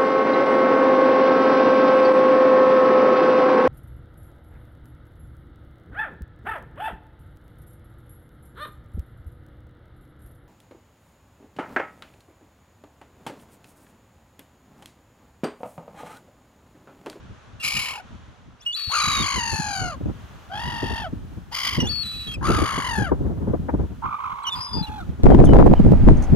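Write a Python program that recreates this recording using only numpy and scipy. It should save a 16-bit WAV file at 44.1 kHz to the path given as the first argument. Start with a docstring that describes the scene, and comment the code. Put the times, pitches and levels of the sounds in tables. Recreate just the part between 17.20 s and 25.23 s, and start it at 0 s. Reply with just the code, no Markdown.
"""Gulls on a sandy beach

A few metres from a hand-held phone, adult gulls give six harsh calls: a reedy tone from the
syrinx (a bird's voice box) whose pitch and strength collapse some fifty times a second.
A young gull begs in three thin whistles that jump between registers (pitch ranges).
Wind buffets the two microphone openings over a soft wash of surf."""
import sys
import numpy as np
from scipy import signal
from scipy.fft import rfft, irfft, next_fast_len
from scipy.io import wavfile
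from scipy.ndimage import uniform_filter1d, map_coordinates

SR = 44100
rng = np.random.default_rng(int(sys.argv[2]) if len(sys.argv) > 2 else 0)


def log_audio(samples):
    """Write samples as a 16-bit WAV file to the path given in sys.argv[1]."""
    # one column per channel
    frames = np.atleast_2d(samples).T
    # limit to full scale, then quantise
    limited = np.clip(frames, -1, 1)
    pcm = np.round(limited * 32767).astype(np.int16)
    wavfile.write(sys.argv[1], SR, pcm)


N = 354343
TIME = np.arange(N) / SR
TOP_HZ = 15800  # the phone cuts off higher sound

# how six throat shapes colour a gull's voice: (frequency [Hz], gain [dB])
SHRILL = [(450, -13), (800, -5), (1100, -12.5), (1400, -3), (1650, -3), (1830, 6), (2020, -9), (2230, 15),
          (2480, 12.5), (2900, 11), (3200, 1), (3700, -10.5), (4270, -4.5), (4600, -11.5), (4960, -2.5),
          (5400, -12), (5720, -10.5), (6300, -18), (7300, -8), (8400, -26.5), (10200, -14.5), (11300, -17),
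          (13300, -29), (15500, -15)]
FULL = [(400, 1), (700, 9), (1180, 15.5), (1450, 12), (1900, -3.5), (2300, -2), (2650, -3), (3000, 1),
        (3400, -16), (3700, -19), (4000, -4.5), (4300, -1.5), (4680, 2), (5250, -17), (5750, -10.5),
        (6100, -11), (6650, 3), (7200, -19.5), (7900, -23.5), (9300, -21), (10400, -14), (12000, -31),
        (13200, -35), (15500, -26)]
CROAK = [(400, -27), (650, 3.5), (930, -6), (1350, 1), (1870, 1), (2400, -10), (2850, -2), (3250, 6),
         (3700, -12.5), (4000, -11), (4650, -3.5), (5200, -8), (5700, -13), (6100, -15), (6550, -14.5),
         (7900, -26), (9800, -18.5), (13200, -28), (15500, -45)]
HOARSE = [(450, 1.5), (850, 9), (1280, 10.5), (1480, 5.5), (1750, -7.5), (2020, 1.5), (2550, -10.5),
          (3100, 4), (3800, -15), (4400, -9), (4920, 3), (5350, -15), (5680, -9), (6300, -13.5),
          (8300, -27), (9700, -20), (11000, -22), (13300, -25), (15500, -16)]
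WIDE = [(400, -6), (700, -5.5), (1150, -4), (1400, 3), (1700, 14.5), (2150, 6), (2500, -3), (2950, 9.5),
        (3450, -3.5), (4050, -14), (4750, -4.5), (5350, -24), (5750, -11), (6150, -22), (6580, -4.5),
        (7100, -24), (7800, -29), (9450, -12.5), (10400, -21), (11100, -18), (13000, -38), (15500, -26)]
HOLLOW = [(500, -27), (800, -0.5), (1100, 1), (1600, 2), (2300, 12), (3300, -2.5), (4800, -38), (5900, -32),
          (8500, -43), (13000, -39), (15500, -82)]
# how sound from each side reaches the microphones: (frequency [Hz], left minus right [dB], left lead [rad])
FROM_LEFT = [(665, -2.5, 0.17), (1070, 4, 1.22), (1260, -0.5, 0.21), (1590, 12, 1.49), (3020, -2.5, 1.59),
             (3600, -0.5, 1.56), (3750, -8.5, 0.6), (4380, 11.5, 1.5), (5800, -1, 1.58), (6400, 10.5, 1.7),
             (9100, -5.5, 2.42), (9900, -1, 0.39), (11400, -0.5, 1.06), (15600, 1, 2.8)]
FROM_RIGHT = [(790, -4.5, -2), (1060, -7, 2.1), (1840, 4.5, -3), (2550, 4, -0.9), (3430, 0, -2),
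              (12000, 0, -1.2)]


def adult_gulls(gain_db=0.92):
    """Five harsh calls come from the left and a last one from the right."""
    # the calls: (start [s], end [s], fade-in [s], rise [s], upward scoop [share of pitch],
    # top pitch [Hz], late pitch [Hz], bend of the fall [1 = straight], crack after [s],
    # step down at the crack [share], roughness [0-1], early throbs [per s], throb depth [0-1],
    # chest tone [dB], its change [dB], its change time [s], raggedness [dB], beak ring [dB],
    # its change [dB], rasp [dB], its change [dB], beak closing [s], throat, direction)
    calls = [ (0.421, 0.822, 0.016, 0.021, -0.042, 1145, 933, 1.58, 0.46, 0.034, 1.0, 51, 0.31, -44.5, 6.5, 0.35, 1.7, -28.5, -4, -34.5, -6, 0.24, SHRILL, FROM_LEFT),
             (1.693, 2.766, 0.06, 0.048, 0.41, 1197, 717, 1.495, 0.48, 0.089, 0.85, 58.13, 0.51, -24.5, -19, 0.97, 1, -29, -8.5, -31.5, -8.5, 0.17, FULL, FROM_LEFT),
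             (3.294, 3.891, 0.038, .12, 0.23, 921, 919, 3.7, 0.54, 0.12, 0.6, 50.18, 0.57, -35, -4.5, 1, 0.51, -38, 2, -53, 1, 0.12, CROAK, FROM_LEFT),
             (4.311, 4.686, 0.015, 0.042, 0.28, 1123, 959, 1.55, 0.28, 0.026, 1.0, 54.34, 0.36, -36.5, -15, 1, 2.8, -33, 2, -38, -6, 0.24, HOARSE, FROM_LEFT),
             (5.207, 5.916, 0.049, .06, .27, 1205, 722, 2.1, .5, 0.035, 0.9, 57.56, 0.53, -25, -16, 1, 1.4, -39, 7.5, -41, -3.5, 0.16, WIDE, FROM_LEFT),
             (6.817, 7.842, 0.028, 0.055, 0.25, 1153, 990, 0.64, 0.745, 0.16, 1.0, 53.53, 0.68, -26.5, -16, 0.58, 4.3, -48.5, -13, -76, 11.5, 0.022, HOLLOW, FROM_RIGHT),
             ]
    out = np.zeros((2, N))
    for start, end, *call, direction in calls:
        t = span(start, end)
        add(out, t, undb(gain_db) * harsh_call(t, *call), direction)
    return out


def harsh_call(t, attack_s, rise_s, scoop, top_hz, late_hz, bend, crack_s, step, harsh, early_rate,
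               depth, chest_db, chest_change_db, chest_change_s, ragged_db, ring_db, ring_change_db,
               rasp_db, rasp_change_db, closing_s, throat):
    """A call scoops up, glides down, cracks into a clearer voice and drops; its throbs slow as it tires."""
    crack_length_s, end_drop, end_drop_s, release_s = 0.06, 0.27, .065, 0.028
    late_rate, tiring_s = 46.5, .25  # throbs slow to this many a second just before the crack
    shut_ring_db, shut_rasp_db = -21, -22.5  # what a shut beak takes off
    age, remaining = t - t[0], t[-1] - t
    progress = age / age[-1]
    still_to_rise = 1 - ramp(age, rise_s)
    cracked = ramp(age - crack_s + crack_length_s / 2, crack_length_s)
    fall = top_hz + (late_hz - top_hz) * progress ** bend
    pitch = fall * (1 - step * cracked) * (1 - end_drop * (1 - ramp(remaining, end_drop_s)))
    throb_rate = late_rate + (early_rate - late_rate) * ramp(crack_s - age, tiring_s)
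    overshoot = .6 * scoop ** 2 * np.exp(-(2 * (age / rise_s - 1.4)) ** 2)
    rough = harsh * (pitch / top_hz) ** .9 * .75 ** cracked
    scooped_pitch = pitch * (1 - scoop * still_to_rise + overshoot)
    voice = colour(syrinx(scooped_pitch, throb_rate, rough, depth), throat)
    # even out three bands; effort then sets the chest tone, and the open beak lets out ring and rasp
    chest = band(voice, 300, 1500) / running_level(band(voice, 750, 1500))
    ring = band(voice, 1500, 3700) / running_level(band(voice, 1500, 2650))
    rasp = band(voice, 3700, 20000) / running_level(band(voice, 5400, 12000))
    shut = still_to_rise ** 2 + (1 - ramp(remaining, closing_s)) ** 2
    chest *= undb(chest_db + chest_change_db * (1 - np.exp(-age / chest_change_s)))
    ring *= undb(ring_db + ring_change_db * progress + shut_ring_db * shut)
    rasp *= undb(rasp_db + rasp_change_db * progress + shut_rasp_db * shut)
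    surges = undb(ragged_db * rough * np.tanh(wander(40, len(t))))  # a strained voice is unsteady
    return surges * ramp(age, attack_s) * ramp(remaining, release_s) * (chest + ring + rasp)


def syrinx(pitch, throb_rate, rough, depth):
    """Colliding membranes make a reedy tone, chopped into throbs that snap open and choke off."""
    rough, count = np.clip(rough, 0, 1), len(pitch)
    throbs = np.cumsum(throb_rate * (1 + (.055 + .19 * rough ** 5) * wander(45, count))) / SR
    stage = throbs % 1  # runs from 0 to 1 in each throb
    # a throb starts a little flat, climbs if rough or arches if clearer, and flicks up as it chokes
    choke = np.exp(-(((stage + .5) % 1 - .5) / (.1 + .05 * rough)) ** 2)
    restart = np.exp(-((stage - .13) / .08) ** 2)
    climb = np.clip(.45 * rough ** 2 - .09, -.02, .2)
    arch = -.5 * np.minimum(rough, 1 - rough) * (stage - .45) ** 2
    sweep = .2 * choke ** 3 - .08 * restart + (climb * (stage - .55) + arch + .015) * (1 - choke)
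    # hard-driven membranes shake irregularly, which smears the overtones into a screech
    shake = (.007 + .085 * rough ** 2.9) * wander(1400, count)
    shake += (.005 + .032 * rough ** 3) * wander(110, count)
    hz = pitch * (1 + sweep + shake)
    phase = 2 * np.pi * np.cumsum(hz) / SR
    # each overtone flickers by itself, and no two collisions are equally strong
    overtones = sum(np.sin(k * phase) * (k * hz < TOP_HZ) * undb(1.6 * wander(160, count))
                    for k in range(2, 27))
    overtones = unit(overtones) * (1 + .3 * rough ** 2 * wander(1600, count))
    snap = 1.4 * rough * np.exp(-((stage - .1) / .03) ** 2)
    air = (.06 + .23 * rough ** 2.4 + snap) * rng.standard_normal(count)
    # overtones bite hardest just before mid-throb and die first when it chokes
    bite_db = 4.5 * rough * depth * np.cos(2 * np.pi * (stage - .45))
    bite = undb(bite_db + 1.6 * rough * wander(170, count))
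    opening = 1 - np.clip(depth, 0, .9) * choke
    base_tone = .45 * np.sin(phase) * undb(1.8 * rough ** 2 * wander(70, count))
    return base_tone * opening + (overtones * opening + air) * bite * np.sqrt(opening)


def young_gull(scoop=0.011):
    """Begging whistles from the left; a note that overlaps the last one slides in from between the two."""
    # one note for each register: (start [s], end [s], pitch [Hz], sag [share of pitch], level [dB],
    # level change [dB], air against the tone [dB], octave overtone before the throat [dB])
    notes = [ (0.395, 0.435, 2760, 0, -44, 10, -4, -18), (1.395, 1.422, 2320, -0.47, -63, 0, -25, 6),
             (1.416, 1.447, 3400, -0.074, -48.5, -7, -6, -4),
             (1.446, 1.472, 2580, -0.24, -49.5, 14, -12, -10),
             (1.46, 1.54, 2875, -0.023, -18.5, -19.5, -39, -36),
             (1.524, 1.554, 3430, -0.038, -28.5, 0, -24, -4),
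             (1.544, 1.567, 4050, -0.011, -25, -3, -21, -38),
             (1.557, 1.815, 4440, 0.037, -28.5, -2, -11, -17),
             (1.803, 2.027, 3948, 0.071, -27.5, -1, -14, -40),
             (2.023, 2.06, 3230, -0.079, -30.5, -9, -18, -16), (2.075, 2.092, 2550, 0.1, -30, -2, -17, -20),
             (4.598, 4.631, 2880, -0.0057, -20.5, -12.5, -15, -9.5),
             (4.628, 4.672, 2880, -0.0025, -35.5, 3, -18, -13.5),
             (4.666, 4.696, 3460, -0.024, -24.5, -10.5, -12, -3),
             (4.686, 4.837, 4500, 0.031, -26, 0, -16, -21), (4.826, 5.089, 3990, 0.025, -33, -4, -9, -37.5),
             (5.067, 5.152, 3320, 0.035, -34.5, -2, -8.5, -19.5),
             (5.134, 5.167, 2636, 0.11, -36, -1, -20, -8), (7.23, 7.243, 3820, -0.235, -52.5, 11, -20, -16),
             (7.24, 7.268, 3280, 0.14, -43, 12, -28, -30), (7.263, 7.3, 2980, 0.02, -24, -5, -18, -19),
             (7.294, 7.322, 3720, 0.069, -36.5, -4, -24, -17),
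             (7.316, 7.356, 3510, 0.021, -28.5, -1, -17, -16),
             (7.35, 7.418, 4890, -0.0038, -37.5, -6, -7, -23),
             (7.402, 7.543, 5010, 0.0046, -31, -12.5, -19, -21.5),
             (7.528, 7.622, 4845, 0.012, -27, -11.5, -23, -28),
             (7.622, 7.661, 4100, 0.046, -33, -2.5, -15, -51),
             (7.663, 7.695, 2910, 0.11, -40.5, 0, -8, -21), ]
    out = np.zeros((2, N))
    last_end, last_hz = 0, 0
    for start, end, hz, sag, *levels in notes:
        t = span(start, end)
        from_hz = np.sqrt(last_hz * hz) if start < last_end else hz * (1 - scoop)
        add(out, t, whistle(t, from_hz, hz, sag, *levels), FROM_LEFT)
        last_end, last_hz = end, hz * (1 - sag)
    return out


def whistle(t, from_hz, pitch_hz, sag, level_db, change_db, air_db, second_db, third_db=-29):
    """One thin note slides to its pitch, then sags or lifts, over air rushing through the throat."""
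    # how the young throat passes overtones: (frequency [Hz], gain [dB])
    squeak = [(5000, -8), (5900, 4), (7000, -9.5), (8000, 21), (9000, -13), (10200, 2.5), (11800, 4),
              (13000, -5), (15500, -10)]
    # the rushing air: (frequency [Hz], level [dB])
    rush = [(850, -50), (1150, 3), (1400, 3.5), (1560, -8), (1780, 6.5), (2080, -7), (2500, 7.5), (2780, 7),
            (3080, -2), (3400, 11), (3650, -6), (3950, 4), (4500, -1), (4900, -1), (5400, -16), (5750, -4),
            (6100, -7), (6500, -12), (7600, -8), (8800, -6), (10200, -18.5), (11600, -4.5), (13200, -25),
            (15500, -20)]
    slide_s, settle_s, edge_s = 0.00356, 0.0033, 0.008
    age, count = t - t[0], len(t)
    progress = age / age[-1]
    to_edge = np.minimum(age, t[-1] - t)
    unsettled = np.exp(-to_edge / settle_s)
    slide = (from_hz / pitch_hz - 1) * np.exp(-age / slide_s)
    waver = .002 * wander(60, count) + (.0055 + .008 * unsettled) * wander(700, count)
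    phase = 2 * np.pi * np.cumsum(pitch_hz * (1 - sag * progress ** 2 + slide + waver)) / SR
    second = undb(second_db) * np.sin(2 * phase + .3 * wander(600, count))
    third = undb(third_db) * np.sin(3 * phase + .4 * wander(600, count))
    tone = np.sin(phase) + colour((second + third) * undb(3 * wander(60, count)), squeak)
    flutter = undb(1.2 * wander(35, count) + 1.4 * wander(400, count))
    air = unit(colour(rng.standard_normal(count), rush)) * undb(air_db + 2 * wander(124, count))
    fades = np.sin(np.pi / 2 * ramp(to_edge, edge_s)) ** 2
    return (np.sqrt(2) * tone * flutter + air) * undb(level_db + change_db * progress) * fades


def side_tones(pitch_shake=.016, flutter_db=3.5, edge_s=0.014):
    """The other half of the young gull's syrinx sounds weak, shaky tones of its own."""
    # rough tones beside the whistles: (start [s], end [s], pitch [Hz], level [dB])
    tones = [ (1.515, 1.534, 4480, -38), (1.563, 1.8, 3900, -40.5), (1.571, 1.72, 2730, -54),
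             (4.684, 5.07, 3310, -55), (4.842, 5.07, 4400, -48), (4.717, 5.115, 2550, -55),
             (7.318, 7.364, 5200, -51), (7.4, 7.473, 5400, -50), (7.406, 7.47, 5770, -50),
             (7.47, 7.667, 3500, -48), (7.566, 7.62, 4200, -52), ]
    out = np.zeros((2, N))
    for start, end, hz, db in tones:
        t = span(start, end)
        phase = 2 * np.pi * np.cumsum(hz * (1 + pitch_shake * wander(900, len(t)))) / SR
        tone = unit(np.sin(phase) * undb(flutter_db * wander(130, len(t))))
        fades = ramp(np.minimum(t - t[0], t[-1] - t), edge_s)
        add(out, t, tone * undb(db) * fades, FROM_LEFT)
    return out


def beach_echo(birds, tail_db=-27, decay_s=0.48, reflection_db=-17):
    """Things nearby throw back one early reflection to each microphone, then a faint, dull tail."""
    age = np.arange(SR // 2) / SR
    echo = band(rng.standard_normal((2, len(age))), 400, 2940) * undb(-60 * age / decay_s)
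    echo = undb(tail_db) * echo / np.sqrt(np.sum(echo ** 2) / 2)
    for channel, lag_s in enumerate((.0073, .0109)):
        echo[channel, int(lag_s * SR)] += undb(reflection_db)
    return signal.fftconvolve(birds.mean(axis=0)[None], echo, axes=1)[:, :N]


def wind(gain_db=2.34, lull_db=3, lulls_per_s=11, flicker_db=3.5, brighten=0.51):
    """Gusts swell out of the breeze and rumble on the microphones; stronger ones sound brighter."""
    # the breeze between gusts: (time [s], relative level [dB])
    breeze = [(0, -46), (.2, -53), (1.1, -53), (1.6, -64), (1.85, -47), (2.7, -40), (3.05, -49), (3.7, -37),
              (4.3, -48), (5.15, -43), (5.5, -39), (6.6, -36), (6.95, -49), (7.35, -48), (8.03, -36)]
    # the gusts: (peak time [s], width [s], relative level [dB])
    gusts = [(.33, 0.026, -47), (.48, 0.038, -41), (.58, 0.043, -38), (.92, 0.099, -43.5),
             (1.29, 0.057, -48), (1.99, 0.082, -33.5), (2.17, 0.037, -35.5), (2.35, 0.044, -33.5),
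             (2.65, 0.043, -35), (2.87, 0.097, -30.5), (3.49, 0.03, -32), (3.66, 0.1, -33),
             (3.99, 0.18, -37), (4.628, 0.13, -28), (4.85, 0.032, -44), (5.301, 0.12, -22.5),
             (5.43, 0.033, -21.5), (5.8, 0.16, -28.5), (6.06, 0.17, -27.5), (6.3, 0.16, -28.5),
             (6.578, 0.12, -26), (6.7, 0.097, -36), (6.86, 0.046, -40.5), (7.58, 0.063, -30),
             (7.7, 0.019, -31), (7.898, 0.041, -32)]
    # the wind's rumble: (frequency [Hz], level [dB])
    rumble = [(20, -32), (40, -2), (65, 6.5), (110, 2), (200, -4.5), (350, -8), (600, -20.5), (1000, -28),
              (2000, -47), (4000, -103)]
    roundness = 1.9  # 2 = a rounded gust, 1 = a pointed one
    breeze_db, = curves(breeze, TIME)
    power = undb(breeze_db + lull_db * wander(lulls_per_s, N)) ** 2
    for peak_s, width, db in gusts:
        power += undb(db) ** 2 * .5 ** np.minimum(np.abs(2 * (TIME - peak_s) / width) ** roundness, 20)
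    noise = colour(turbulence(N), rumble)
    noise /= np.sqrt(np.mean(running_level(noise, 0.024) ** 2, axis=0))
    upper = band(noise, 295, 8000)
    gust_db = 10 * np.log10(power) + flicker_db * wander(45, N)
    upper_gain = undb(brighten * np.minimum(gust_db + 25.0, 6))
    return undb(gust_db + gain_db) * (noise - upper + upper * upper_gain)


def eddies(gain_db=-2, rise_s=0.0091):
    """Single swirls of air briefly thump the microphones; hard ones crackle higher."""
    # the swirls: (time [s], relative peak level [dB], extra brightness [dB per octave])
    swirls = [(1.671, -25.5, -19), (1.869, -21, -11), (2, -18, -7), (2.169, -23.5, 4), (2.333, -21, -22),
              (2.387, -18, -13), (2.801, -22.5, -2), (2.853, -15.5, -4.5), (3.625, -17.5, -2),
              (3.696, -31.5, 12), (3.924, -18, -6.5), (4.576, -12.5, -5), (4.62, -13, -1.5),
              (5.295, -11, 5.5), (5.339, -24, 18), (5.379, -17, 3), (5.431, -20.5, 7.5), (5.576, -21, -1),
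              (5.777, -14, -2.5), (5.912, -8, 4), (6.002, -16.5, -2.5), (6.094, -19.5, -0.5),
              (6.267, -19.5, 4.5), (6.296, -16, -6), (6.331, -12, 3.5), (6.389, -16.5, -13),
              (6.483, -17, 13), (6.534, -12, 3), (7.606, -14.5, -14), (7.886, -15.5, -21)]
    # the tone of one thump: (frequency [Hz], level [dB])
    thump_colour = [(25, -56), (70, -10), (140, 1), (280, -0.5), (500, -12.5), (900, -26), (1800, -57.5),
                    (4000, -104)]
    out, count = np.zeros((2, N + SR)), SR // 10
    rises = np.arange(count) / SR / rise_s
    shape = (rises * np.exp(1 - rises)) ** 2
    for start_s, db, brightness in swirls:
        slope = brightness + .25 * (db + 20)
        noise = colour(turbulence(count), thump_colour)
        thump = shape * filtered(noise, lambda f: undb(slope * np.log2(np.clip(f, 100, 2000) / 200)))
        start = int(start_s * SR)
        out[:, start:start + count] += thump / running_level(thump, 0.0035).max() * undb(db + gain_db)
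    return out[:, :N]


def turbulence(count, unshared=0.89, lead_rad=-1.31, left_db=4):
    """Both microphones feel partly the same swirls, out of step; the left one crackles more."""
    shared = rng.standard_normal(count)
    sides = []
    for sign in (1, -1):
        pressure = filtered(shared, lambda f: np.exp(.5j * sign * lead_rad))
        pressure += unshared * rng.standard_normal(count)
        sides.append(filtered(pressure, lambda f: undb(sign * left_db / 2 * np.minimum(f / 600, 1))))
    return np.array(sides)


def surf():
    """Small waves wash in the distance, with a fine hiss."""
    # the rise and fall of the waves: (time [s], wash level [dB], hiss level [dB])
    waves = [(0, -53, -86), (.5, -53, -86), (.95, -51.5, -85), (1.3, -57.5, -85), (1.55, -59, -82),
             (2.2, -54, -72), (2.75, -52.5, -69), (3.1, -49.5, -67), (3.6, -52.5, -67), (4.15, -54.5, -68),
             (5.1, -55, -69), (6.2, -55.5, -66), (6.75, -54.5, -67), (8.03, -53, -67)]
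    # the tone of the wash: (frequency [Hz], level [dB])
    wash_colour = [(60, -61), (250, -6), (500, -2.5), (900, -2), (1400, -2), (2200, -11), (3300, -11),
                   (5000, -21), (6500, -19), (8500, -32.5), (11000, -34), (15500, -72)]
    wash_db, hiss_db = curves(waves, TIME)
    wash = colour(rng.standard_normal((2, N)) + 0.82 * rng.standard_normal(N), wash_colour)
    hiss = band(rng.standard_normal((2, N)), 3500, 16000)
    lapping_db = .5 * wander(14, N)
    return unit(wash) * undb(wash_db + lapping_db) + unit(hiss) * undb(hiss_db + lapping_db)


def add(out, t, x, direction):
    """Mix a sound in at times t, with the left-right level and phase differences of its direction."""
    start = int(round(t[0] * SR))
    for channel, sign in enumerate((1, -1)):
        def response(f):
            balance_db, lead = at_hz(direction, f)
            return np.sqrt(2 / (1 + undb(-2 * sign * balance_db))) * np.exp(.5j * sign * lead)
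        out[channel, start:start + len(t)] += filtered(x, response)


def undb(db):
    """Turn decibels into a gain."""
    return 10 ** (np.asarray(db) / 20)


def curves(rows, t):
    """The columns of a table, joined by straight lines, at times t."""
    times, *columns = np.transpose(rows)
    return [np.interp(t, np.sort(times), c) for c in columns]


def at_hz(rows, f):
    """The columns of a table at frequencies f, on a scale of evenly spaced octaves."""
    points, *columns = np.transpose(rows)
    return [np.interp(np.log(f + 1), np.log(points), c) for c in columns]


def filtered(x, response):
    """Filter by a gain given as a function of frequency."""
    size = next_fast_len(x.shape[-1] + 2048)
    return irfft(rfft(x, size) * response(np.fft.rfftfreq(size, 1 / SR)), size)[..., :x.shape[-1]]


def colour(x, rows):
    """Filter by a table of (frequency [Hz], gain [dB])."""
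    return filtered(x, lambda f: undb(at_hz(rows, f)[0]))


def band(x, lo, hi):
    """Keep what lies between lo and hi Hz."""
    return filtered(x, lambda f: 1 / (1 + (f / hi) ** 20) - 1 / (1 + (f / lo) ** 20))


def unit(x):
    """Scale to an average (rms) level of 1."""
    return x / np.sqrt(np.mean(x ** 2))


def wander(rate, count):
    """A smooth random curve of spread near 1 that changes about rate times a second."""
    knots = rng.standard_normal(int(count * rate / SR) + 4)
    return map_coordinates(knots, [1 + np.arange(count) * rate / SR], order=3, mode="nearest")


def running_level(x, seconds=.03):
    """The average (rms) level around each moment."""
    size = int(seconds * SR)
    return np.sqrt(np.abs(uniform_filter1d(uniform_filter1d(x ** 2, size), size)) + 1e-14)


def span(start, end):
    """The sample times of an event."""
    return TIME[(TIME >= start) & (TIME <= end)]


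def ramp(seconds, length):
    """Rise from 0 to 1 over a length of time."""
    return np.clip(seconds / length, 0, 1)


def scene():
    """The gulls and their echo, with wind and surf around them."""
    birds = adult_gulls() + young_gull() + side_tones()
    return birds + beach_echo(birds) + wind() + eddies() + surf()


def record(dry):
    """The phone steeply cuts the highest treble."""
    return signal.sosfilt(signal.ellip(10, .2, 80, TOP_HZ, fs=SR, output="sos"), dry)


dry = scene()
out = record(dry)
log_audio(out)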